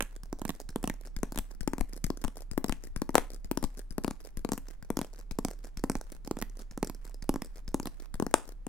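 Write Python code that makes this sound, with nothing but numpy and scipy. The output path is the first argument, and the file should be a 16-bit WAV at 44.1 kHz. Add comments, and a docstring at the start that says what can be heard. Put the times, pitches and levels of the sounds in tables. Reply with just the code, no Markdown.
"""Long fingernails drum on a thin cardboard box close to a stereo microphone, about two rolls a second.
Per roll one finger lands softly, then about three nails tap: the panel thumps, fibres crack, the nail ticks.
Between taps the hand presses, catches and rubs on the card. The hollow box rings faintly.
Two hard knocks set the small, quiet room ringing; a deep rumble lies under everything."""
import sys
import numpy as np
from scipy import signal
from scipy.fft import rfft, irfft
from scipy.io import wavfile

SR = 44100
rng = np.random.default_rng(int(sys.argv[2]) if len(sys.argv) > 2 else 0)


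def file_out(sig):
    """Save sig as 16-bit WAV at sys.argv[1]."""
    # one column per channel
    cols = np.atleast_2d(sig).T
    # limit, then scale
    lim = np.clip(cols, -1, 1)
    pcm = np.round(lim * 32767).astype(np.int16)
    wavfile.write(sys.argv[1], SR, pcm)


N = 382788
TIME_S = np.arange(N) / SR
HIT_SAMPLES = 2048
HIT_S = np.arange(HIT_SAMPLES) / SR
HIT_HZ = np.fft.rfftfreq(HIT_SAMPLES, 1 / SR)
ROLL_S = .46  # typical roll period


def amp(db):
    """Decibels to gain."""
    return 10 ** (np.asarray(db) / 20)


def curve_at(points, hz):
    """Interpolate on a log-frequency axis."""
    freq_hz, value = np.transpose(points)
    return np.interp(np.log(hz + 1), np.log(freq_hz), value)


def unit_rms(x):
    """Scale to rms 1."""
    return x / np.sqrt(np.mean(x ** 2) + 1e-20)


def at_level(x, db):
    """Scale a hit to the energy of db rms held for 10 ms."""
    return x * amp(db) * np.sqrt(.01 * SR / (np.mean(np.sum(x ** 2, -1)) + 1e-20))


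def add(mix, start_s, sound):
    """Mix in a stereo sound."""
    part = mix[:, max(round(start_s * SR), 0):][:, :sound.shape[1]]
    part += sound[:, :part.shape[1]]


def minimum_phase(gain_db):
    """Response that rings only after the blow."""
    log_gain = np.log(amp(np.r_[gain_db, gain_db[-2:0:-1]]))
    return np.exp(np.conj(signal.hilbert(log_gain)))[:len(gain_db)]


def coloured(noise, spectrum):
    """Shape a full-length noise, rms 1."""
    gain = amp(curve_at(spectrum, np.fft.rfftfreq(N, 1 / SR)))
    return unit_rms(irfft(rfft(noise) * gain, N))


def panned(x, pan_db, lead_s_per_db=1.7e-5):
    """The nearer microphone hears a hit louder and earlier."""
    sides_db = np.array([[pan_db], [-pan_db]])
    delay_samples = np.round(np.maximum(-sides_db * lead_s_per_db, 0) * SR)
    delayed = irfft(rfft(x) * np.exp(-2j * np.pi * HIT_HZ * delay_samples / SR))
    return unit_rms(amp(sides_db / 2)) * delayed


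# Still air: freq_hz, density_db
AIR_SPECTRUM = [(8, 0), (36, 0), (52, -15), (80, -24), (170, -23), (450, -34), (1000, -41), (3000, -53),
                (15000, -64.5)]


def rumble(hum_hz=32.2, width_hz=1.1, hum_db=-44.3, air_db=-49, waver=.7):
    """Deep, wavering hum in still room air."""
    hz = np.fft.rfftfreq(N, 1 / SR)
    noise = rng.standard_normal((6, N))
    band = 1 / (1 + ((hz - hum_hz) / width_hz) ** 4)
    hum = unit_rms(irfft(rfft(noise[0] + .55 * noise[1:3]) * band, N))
    hum = unit_rms(hum / (abs(signal.hilbert(hum)) + waver))  # flattens the swells
    air = coloured(.6 * noise[3] + noise[4:], AIR_SPECTRUM)
    return amp(hum_db) * hum * amp([[-2.5], [1]]) + amp(air_db) * air


# Room decay: freq_hz, t60_s
ROOM_DECAY = [(150, .28), (800, .25), (2000, .26), (5000, .26), (15000, .22)]
# Room tail: freq_hz, level_db
ROOM_SPECTRUM = [(100, -15), (300, -19), (800, -16.5), (1400, -15), (2000, -15), (3200, -13), (8000, -14),
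                 (15000, -15)]


def room(x, early_s=.016, early_gain=1.1):
    """Dense random echoes: table and body first, then the walls, each band at its own decay rate."""
    echoes = rng.standard_normal((2, SR // 2)) * (rng.random((2, SR // 2)) < .06)
    echoes = unit_rms(echoes + .3 * echoes[::-1])
    hz, t, bands = signal.stft(echoes, SR, nperseg=256)
    t60_s = curve_at(ROOM_DECAY, hz)[:, None]
    level_db = curve_at(ROOM_SPECTRUM, hz)[:, None] - 60 * t / t60_s
    bands *= amp(level_db) * np.sqrt(2 * np.log(1000) / (t60_s * SR))
    tail = signal.istft(bands, SR, nperseg=256)[1]
    tail_s = np.arange(tail.shape[1]) / SR
    tail *= np.interp(tail_s, [.001, .009, early_s, early_s + .005], [0, early_gain, early_gain, 1])
    return signal.oaconvolve(.7 * x + .3 * x[::-1], tail, axes=1)[:, :N]


def shifting_echoes(x, cycle_s=.37, patterns=3):
    """Fingers strike new spots and the box sways, so the echo pattern keeps changing."""
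    active = (TIME_S / cycle_s * patterns).astype(int) % patterns
    return sum(room(x * (active == k)) for k in range(patterns))


# Hollow box resonances: pitch_hz, relative_db, t60_s
BOX_MODES = [(165, -19, .25), (270, -15.5, .2), (862, -22, .15), (1053, -26, .12)]


def box_ring(x):
    """Air and walls of the box ring faintly after each blow."""
    t = np.arange(SR // 2) / SR
    ring = np.zeros_like(t)
    for pitch_hz, relative_db, t60_s in BOX_MODES:
        gain = amp(relative_db + 12) * np.log(1000) / (t60_s * SR)
        ring += gain * np.cos(2 * np.pi * pitch_hz * t) * amp(-60 * t / t60_s)
    return signal.oaconvolve(x, ring[None], axes=1)[:, :N]


# Box position: time_s, left_over_right_db
BOX_PATH = [(0, -4), (.8, 0), (1.6, 8), (3.9, 9), (6.4, -2), (7.3, 0), (8.3, 7)]


def box_pan_db(time_s):
    """The box is carried slowly from side to side."""
    return np.interp(time_s, *np.transpose(BOX_PATH))


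# Panel thump: pitch_ratio, level_db
THUMP_SPECTRUM = [(.2, -20), (.45, -6.5), (.72, -1), (1.02, 0), (1.4, -5), (1.9, -14), (3, -30), (8, -60)]


def panel_gain(pitch_hz):
    """Spectrum of the panel pushed in and swinging back, dead within two cycles."""
    ratio, level_db = np.transpose(THUMP_SPECTRUM)
    return amp(np.interp(np.log(HIT_HZ + 1), np.log(pitch_hz * ratio), level_db))


def dent(gain, bend_hz=110):
    """An outside blow first drops the pressure; slow bending waves arrive late and swell the rebound."""
    allpass = (1j * HIT_HZ - bend_hz) / (1j * HIT_HZ + bend_hz)
    return -irfft(minimum_phase(20 * np.log10(gain + 1e-7)) * allpass)


def ripple_db(depth_db, points=20):
    """Each spot on the card has its own broad peaks and dips."""
    return depth_db * np.interp(HIT_HZ, np.geomspace(400, 16000, points), rng.standard_normal(points))


def crunch(spectrum, decay_s, snap, width, spot_db, slip_gain=.26, slip_within_s=.006):
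    """Nail meets card: a snap, crushing fibres and a small second slip, different at each microphone."""
    since_slip_s = HIT_S - slip_within_s * rng.uniform(.15, 1)
    slip = slip_gain * rng.uniform(0, 1.5) * (since_slip_s > 0) * np.exp(-abs(since_slip_s) / decay_s)
    grit = rng.standard_normal((3, HIT_SAMPLES)) * (np.exp(-HIT_S / decay_s) + slip)
    grit = grit[0] + width * grit[1:]
    grit /= np.sqrt(np.sum(grit ** 2) / 2)
    grit[:, 0] -= snap
    return irfft(rfft(grit) * minimum_phase(curve_at(spectrum, HIT_HZ) + ripple_db(spot_db)))


def puff(time_s, level_db, width_s=.0058, rebound_s=.021, rebound_gain=.42):
    """A finger pad shoves the box and it sways back: one slow air pulse. Returns start_s, sound."""
    t = np.arange(3 * HIT_SAMPLES) / SR - .03
    wave = rebound_gain * np.exp(-((t - rebound_s) / .012) ** 2) - np.exp(-(t / width_s) ** 2)
    pan_db = 1.8 * box_pan_db(time_s)
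    sides = unit_rms(amp(np.array([[pan_db], [-pan_db]]) / 2))
    return time_s - .021, amp(level_db) * wave * sides


# Firm pad presses: time_s, level_db
PAD_PRESSES = [(1.381, -30), (1.803, -21), (2.241, -25), (2.569, -29), (2.693, -24), (3.172, -28),
               (3.634, -23), (5.962, -30), (7.294, -30)]


def pressing():
    """The box gives under each landing, tap and firm press."""
    out = np.zeros((2, N))
    for start_s, nail_db in SOFT_LANDINGS:
        add(out, *puff(start_s, min(fingertip_db(start_s, nail_db) + 10.5, -26)))
    for start_s, blow_db, *_ in NAIL_TAPS:
        add(out, *puff(start_s - .004, min(blow_db - 4, -35.5)))
    for time_s, level_db in PAD_PRESSES:
        add(out, *puff(time_s, level_db))
    return out


def roll_starts_s():
    """Landing times, padded by one roll at each end."""
    starts_s = np.transpose(SOFT_LANDINGS)[0]
    return np.r_[starts_s[0] - ROLL_S, starts_s, starts_s[-1] + ROLL_S]


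def skin_grip(lift_s=.08, lifted_db=-22):
    """Drag through each roll: most as the fingers peel off, least while they hover."""
    starts_s = roll_starts_s()
    roll = np.clip(np.searchsorted(starts_s, TIME_S), 1, len(starts_s) - 1)
    length_s = np.minimum(starts_s[roll] - starts_s[roll - 1], ROLL_S + .02)
    elapsed_s = TIME_S - starts_s[roll - 1]
    lifted = np.clip((elapsed_s - length_s + lift_s) / .02, 0, 1)
    drag_db = np.interp(elapsed_s / length_s, [0, .05, .1, .45, .6, .75, 1], [-4, -3, -13, -6, -6, 1.5, 0])
    return amp(drag_db + lifted_db * lifted)


def rubbing(rub_db=-63, slips_per_s=280, spread_db=5.2, hiss=.3, catches_per_s=10, catch_db=-59):
    """Skin and nails drag on card: sparse uneven slips, fine hiss, occasional faint catches."""
    grip = skin_grip()
    slips = (rng.random(N) < slips_per_s / SR) * amp(spread_db * np.minimum(rng.exponential(1, N), 4))
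    grit = signal.oaconvolve(slips, np.exp(-HIT_S / .0007))[:N]
    drag = (unit_rms(grit) + hiss) * rng.standard_normal((2, N))
    # freq_hz, level_db
    spectrum = [(80, 4), (150, 18), (250, 5), (450, 10), (1000, 9), (1700, 9), (3200, -2), (5500, -1),
                (9000, -2), (16000, -9)]
    out = coloured(drag, spectrum) * amp(rub_db) * grip
    for position, chance, size in rng.random((300, 3)):
        start_s = position * N / SR
        if chance * 300 < catches_per_s * N / SR:
            add(out, start_s, nail_catch(start_s, catch_db + 9 * (size - .5)) * grip[int(position * N)])
    return out


# Glancing nail: freq_hz, level_db
GLANCE_SPECTRUM = [(400, -1), (1000, -5), (1600, 1), (2800, -12), (4000, -8), (5200, 1), (6800, -6),
                   (9000, -5.5), (15000, -15)]


def nail_catch(start_s, level_db):
    """A nail catches for an instant and skids on."""
    nail = at_level(crunch(GLANCE_SPECTRUM, decay_s=.0013, snap=.4, width=.8, spot_db=3.6), level_db - 2.2)
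    tick = at_level(crunch(TICK_SPECTRUM, decay_s=.0009, snap=.4, width=.8, spot_db=3), level_db - 4.5)
    tip = at_level(dent(panel_gain(410 * 2 ** rng.uniform(-.7, .7))), level_db + 1)
    return panned(nail + tick + tip, .6 * box_pan_db(start_s))


def roll_catches(from_s, to_s, level_db, per_roll, spread_db=2):
    """Light nail catches in the same window after every landing."""
    out = np.zeros((2, N))
    for landing_s in np.repeat(roll_starts_s()[1:-1], per_roll):
        start_s = landing_s + from_s + (to_s - from_s) * rng.random()
        add(out, start_s, nail_catch(start_s, level_db + spread_db * rng.standard_normal()))
    return out


# Single nail catches: start_s, level_db
STRAY_CATCHES = [(0.1633, -52), (0.4799, -47), (0.6013, -47), (0.8296, -47), (1.933, -47), (1.9639, -51),
                 (2.0658, -47), (2.1728, -48), (2.3701, -50), (2.6831, -44), (2.838, -50), (3.3034, -51),
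                 (3.3454, -51), (3.6479, -46), (3.7929, -47), (4.0376, -47), (4.6842, -52), (5.0466, -47),
                 (5.5113, -47), (5.646, -51), (5.9173, -46), (6.0124, -47), (6.1202, -51), (6.3887, -46),
                 (6.8467, -45), (6.8727, -45), (7.1439, -53), (7.8301, -47), (8.491, -52)]


def stray_catches():
    """Nails catch on the card as the fingers lift and shift."""
    out = np.zeros((2, N))
    for start_s, level_db in STRAY_CATCHES:
        add(out, start_s, nail_catch(start_s, level_db))
    return out


def fingertip_db(start_s, nail_db):
    """Flesh impact of a landing; grows as the box nears the left microphone."""
    return nail_db + 1.5 + .4 * box_pan_db(start_s)


# First finger of each roll: start_s, nail_db
SOFT_LANDINGS = [(0.234, -50), (0.6902, -46), (1.165, -43), (1.6078, -43), (2.0417, -34), (2.5133, -44),
                 (2.9618, -40), (3.4455, -51), (3.9072, -48), (4.3716, -44), (4.8259, -51), (5.3108, -42),
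                 (5.7721, -44), (6.2483, -53), (6.7112, -52), (7.2241, -47), (7.6791, -46), (8.1418, -44)]


def landings(shift_db=2.5, skid_s=.017, skid_db=-11):
    """Nail and fingertip land at a glance and skid on; the panel hardly rings."""
    out = np.zeros((2, N))
    for start_s, nail_db in SOFT_LANDINGS:
        pan_db = box_pan_db(start_s) + shift_db
        nail = at_level(crunch(GLANCE_SPECTRUM, decay_s=.0016, snap=.3, width=.7, spot_db=2.2), nail_db)
        tip = at_level(dent(panel_gain(180)), fingertip_db(start_s, nail_db) + .3)
        add(out, start_s, panned(nail, .6 * pan_db) + panned(tip, pan_db))
        add(out, start_s + skid_s * rng.uniform(.5, 1.5), nail_catch(start_s, min(nail_db, -43) + skid_db))
    return out


# Fingers of a roll: after_landing_s, pitch_hz, knock_over_thump_db, pan_shift_db
ROLL_FINGERS = [(.065, 298, -9.3, .5), (.125, 290, -7.5, 0), (.17, 255, -6.8, -2), (.21, 238, -5.8, -4)]


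def finger_at(start_s):
    """Later fingers land further along the card: lower pitch, more knock, further right."""
    starts_s = roll_starts_s()
    elapsed_s = start_s - starts_s[starts_s <= start_s][-1]
    after_landing_s, *columns = np.transpose(ROLL_FINGERS)
    return [np.interp(elapsed_s, after_landing_s, column) for column in columns]


# Box knock: freq_hz, level_db
KNOCK_SPECTRUM = [(300, -16), (480, -3.5), (640, -1.5), (880, 0), (1080, -2.5), (1400, -10), (2500, -29),
                  (6000, -60)]
# Fibre crack: freq_hz, level_db
CRACK_SPECTRUM = [(700, -25), (1250, -7.5), (1700, 0), (2300, -2.5), (3200, -4), (4000, -6), (6000, -25)]
# Nail tick: freq_hz, level_db
TICK_SPECTRUM = [(2500, -22), (4500, -4), (6000, -2), (8000, 0), (10000, -2), (13000, -4.8), (16000, -10)]


def nail_tap(pitch_hz, body_db, knock_over_db, crack_db, tick_db, pan_db, lag_cycles=.1):
    """One blow: panel thump and knock, with fibre crack and nail tick on top."""
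    knock = unit_rms(amp(curve_at(KNOCK_SPECTRUM, HIT_HZ) + ripple_db(2.6, points=26)))
    thump_db = body_db - 10 * np.log10(1 + amp(knock_over_db) ** 2)
    gain = amp(thump_db) * np.hypot(unit_rms(panel_gain(pitch_hz)), amp(knock_over_db - .3) * knock)
    gain *= 1 + .24 * np.cos(2 * np.pi * HIT_HZ * rng.uniform(.0026, .0048))  # panel edge reflection
    body = at_level(dent(gain), body_db)
    body = np.roll(body, round(lag_cycles / pitch_hz * SR))  # nail bites before the panel gives
    crack = at_level(crunch(CRACK_SPECTRUM, decay_s=.00055, snap=.8, width=1.1, spot_db=3.4), crack_db)
    tick = at_level(crunch(TICK_SPECTRUM, decay_s=.00058, snap=.8, width=.6, spot_db=1.9), tick_db)
    return panned(body, pan_db) + panned(crack, .75 * pan_db) + panned(tick, .55 * pan_db - 1.5)


# Nail blows on the card: start_s, blow_db, crack_db, tick_db
NAIL_TAPS = [(0.0066, -32, -30, -37), (0.0243, -40, -40, -37), (0.3282, -33, -54, -46),
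             (0.4172, -34, -50, -48), (0.4521, -32, -42, -42), (0.4931, -31, -37, -40),
             (0.504, -37, -44, -45), (0.7594, -28, -45, -43), (0.8408, -28, -42, -43),
             (0.8755, -32, -41, -36), (0.8987, -32, -36, -39), (1.2317, -27, -45, -40),
             (1.322, -39, -55, -47), (1.3593, -40, -48, -48), (1.3759, -35, -38, -42),
             (1.3876, -35, -39, -36), (1.676, -25, -41, -37), (1.7343, -30, -44, -44),
             (1.7822, -36, -50, -47), (1.8097, -30, -40, -40), (2.1028, -27, -46, -42),
             (2.2408, -34, -44, -43), (2.2478, -32, -44, -43), (2.2806, -39, -48, -48),
             (2.5775, -24, -42, -40), (2.6432, -28, -43, -37), (2.695, -29, -41, -40),
             (2.724, -35, -37, -42), (3.0186, -27, -44, -41), (3.0923, -30, -48, -48),
             (3.1447, -33, -44, -45), (3.1541, -16, -27, -22), (3.1807, -22, -29, -31),
             (3.5134, -26, -41, -38), (3.5738, -27, -44, -34), (3.6281, -33, -49, -46),
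             (3.6404, -29, -44, -39), (3.9816, -28, -45, -45), (4.046, -27, -42, -39),
             (4.0794, -28, -48, -44), (4.1095, -36, -47, -45), (4.4485, -28, -45, -45),
             (4.49, -35, -47, -46), (4.5193, -27, -42, -35), (4.5336, -34, -46, -39),
             (4.5778, -39, -48, -45), (4.9033, -26, -46, -42), (4.9708, -28, -43, -36),
             (4.9902, -29, -43, -41), (5.0145, -32, -42, -42), (5.3874, -27, -48, -43),
             (5.4493, -27, -41, -35), (5.4845, -39, -51, -47), (5.839, -25, -45, -41),
             (5.8984, -26, -42, -35), (5.9537, -31, -43, -43), (6.2751, -38, -53, -46),
             (6.3114, -27, -48, -42), (6.3696, -36, -51, -54), (6.4153, -40, -50, -44),
             (6.4242, -33, -37, -40), (6.776, -35, -54, -48), (6.8289, -25, -41, -37),
             (6.8978, -37, -50, -45), (7.2926, -22, -39, -35), (7.341, -34, -55, -46),
             (7.3593, -31, -48, -48), (7.4202, -36, -44, -41), (7.744, -24, -45, -39),
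             (7.7991, -33, -49, -44), (7.8566, -36, -46, -46), (7.872, -37, -45, -45),
             (8.1995, -26, -47, -40), (8.2238, -25, -47, -42), (8.2658, -31, -48, -43),
             (8.341, -17, -26, -24), (8.6671, -35, -53, -45)]


def drumming(hard_from_db=-35, hard_span_db=8, hard_knock_db=8, hard_room_db=2, scatter_oct=.06):
    """All taps, direct and room send. Hard blows ring higher, knock the whole box and carry further."""
    direct, room_send = np.zeros((2, 2, N))
    for (start_s, blow_db, crack_db, tick_db), spot in zip(NAIL_TAPS, rng.standard_normal(len(NAIL_TAPS))):
        pitch_hz, knock_over_db, shift_db = finger_at(start_s)
        hardness = np.clip((crack_db - hard_from_db) / hard_span_db, 0, 1)
        pitch_hz *= (1 + 1.05 * hardness) * 2 ** (scatter_oct * spot)
        knock_over_db += hard_knock_db * hardness
        pan_db = box_pan_db(start_s) + shift_db * (1 - .5 * hardness)
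        tap = nail_tap(pitch_hz, blow_db - .1, knock_over_db, crack_db - 1.7, tick_db + .3, pan_db)
        add(direct, start_s, tap)
        add(room_send, start_s, tap * amp(hard_room_db * hardness))
    return direct, room_send


def scene():
    """Hand on the box, box ring, room, rumble."""
    taps, room_send = drumming()
    light = landings() + stray_catches()
    light += roll_catches(from_s=.14, to_s=.25, level_db=-55, per_roll=2)  # resting nails shift
    light += roll_catches(from_s=.31, to_s=.39, level_db=-57, per_roll=3)  # nails stutter off the card
    light += rubbing()
    direct = taps + light
    return direct + box_ring(direct) + shifting_echoes(room_send + 1.1 * light) + pressing() + rumble()


def record(dry, cutoff_hz=16300):
    """Clip at full scale, then low-pass."""
    lowpass = signal.firwin(255, cutoff_hz, window=("kaiser", 9), fs=SR)
    return signal.oaconvolve(np.clip(dry, -1, 1), lowpass[None], "same")


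dry = scene()
out = record(dry)
file_out(out)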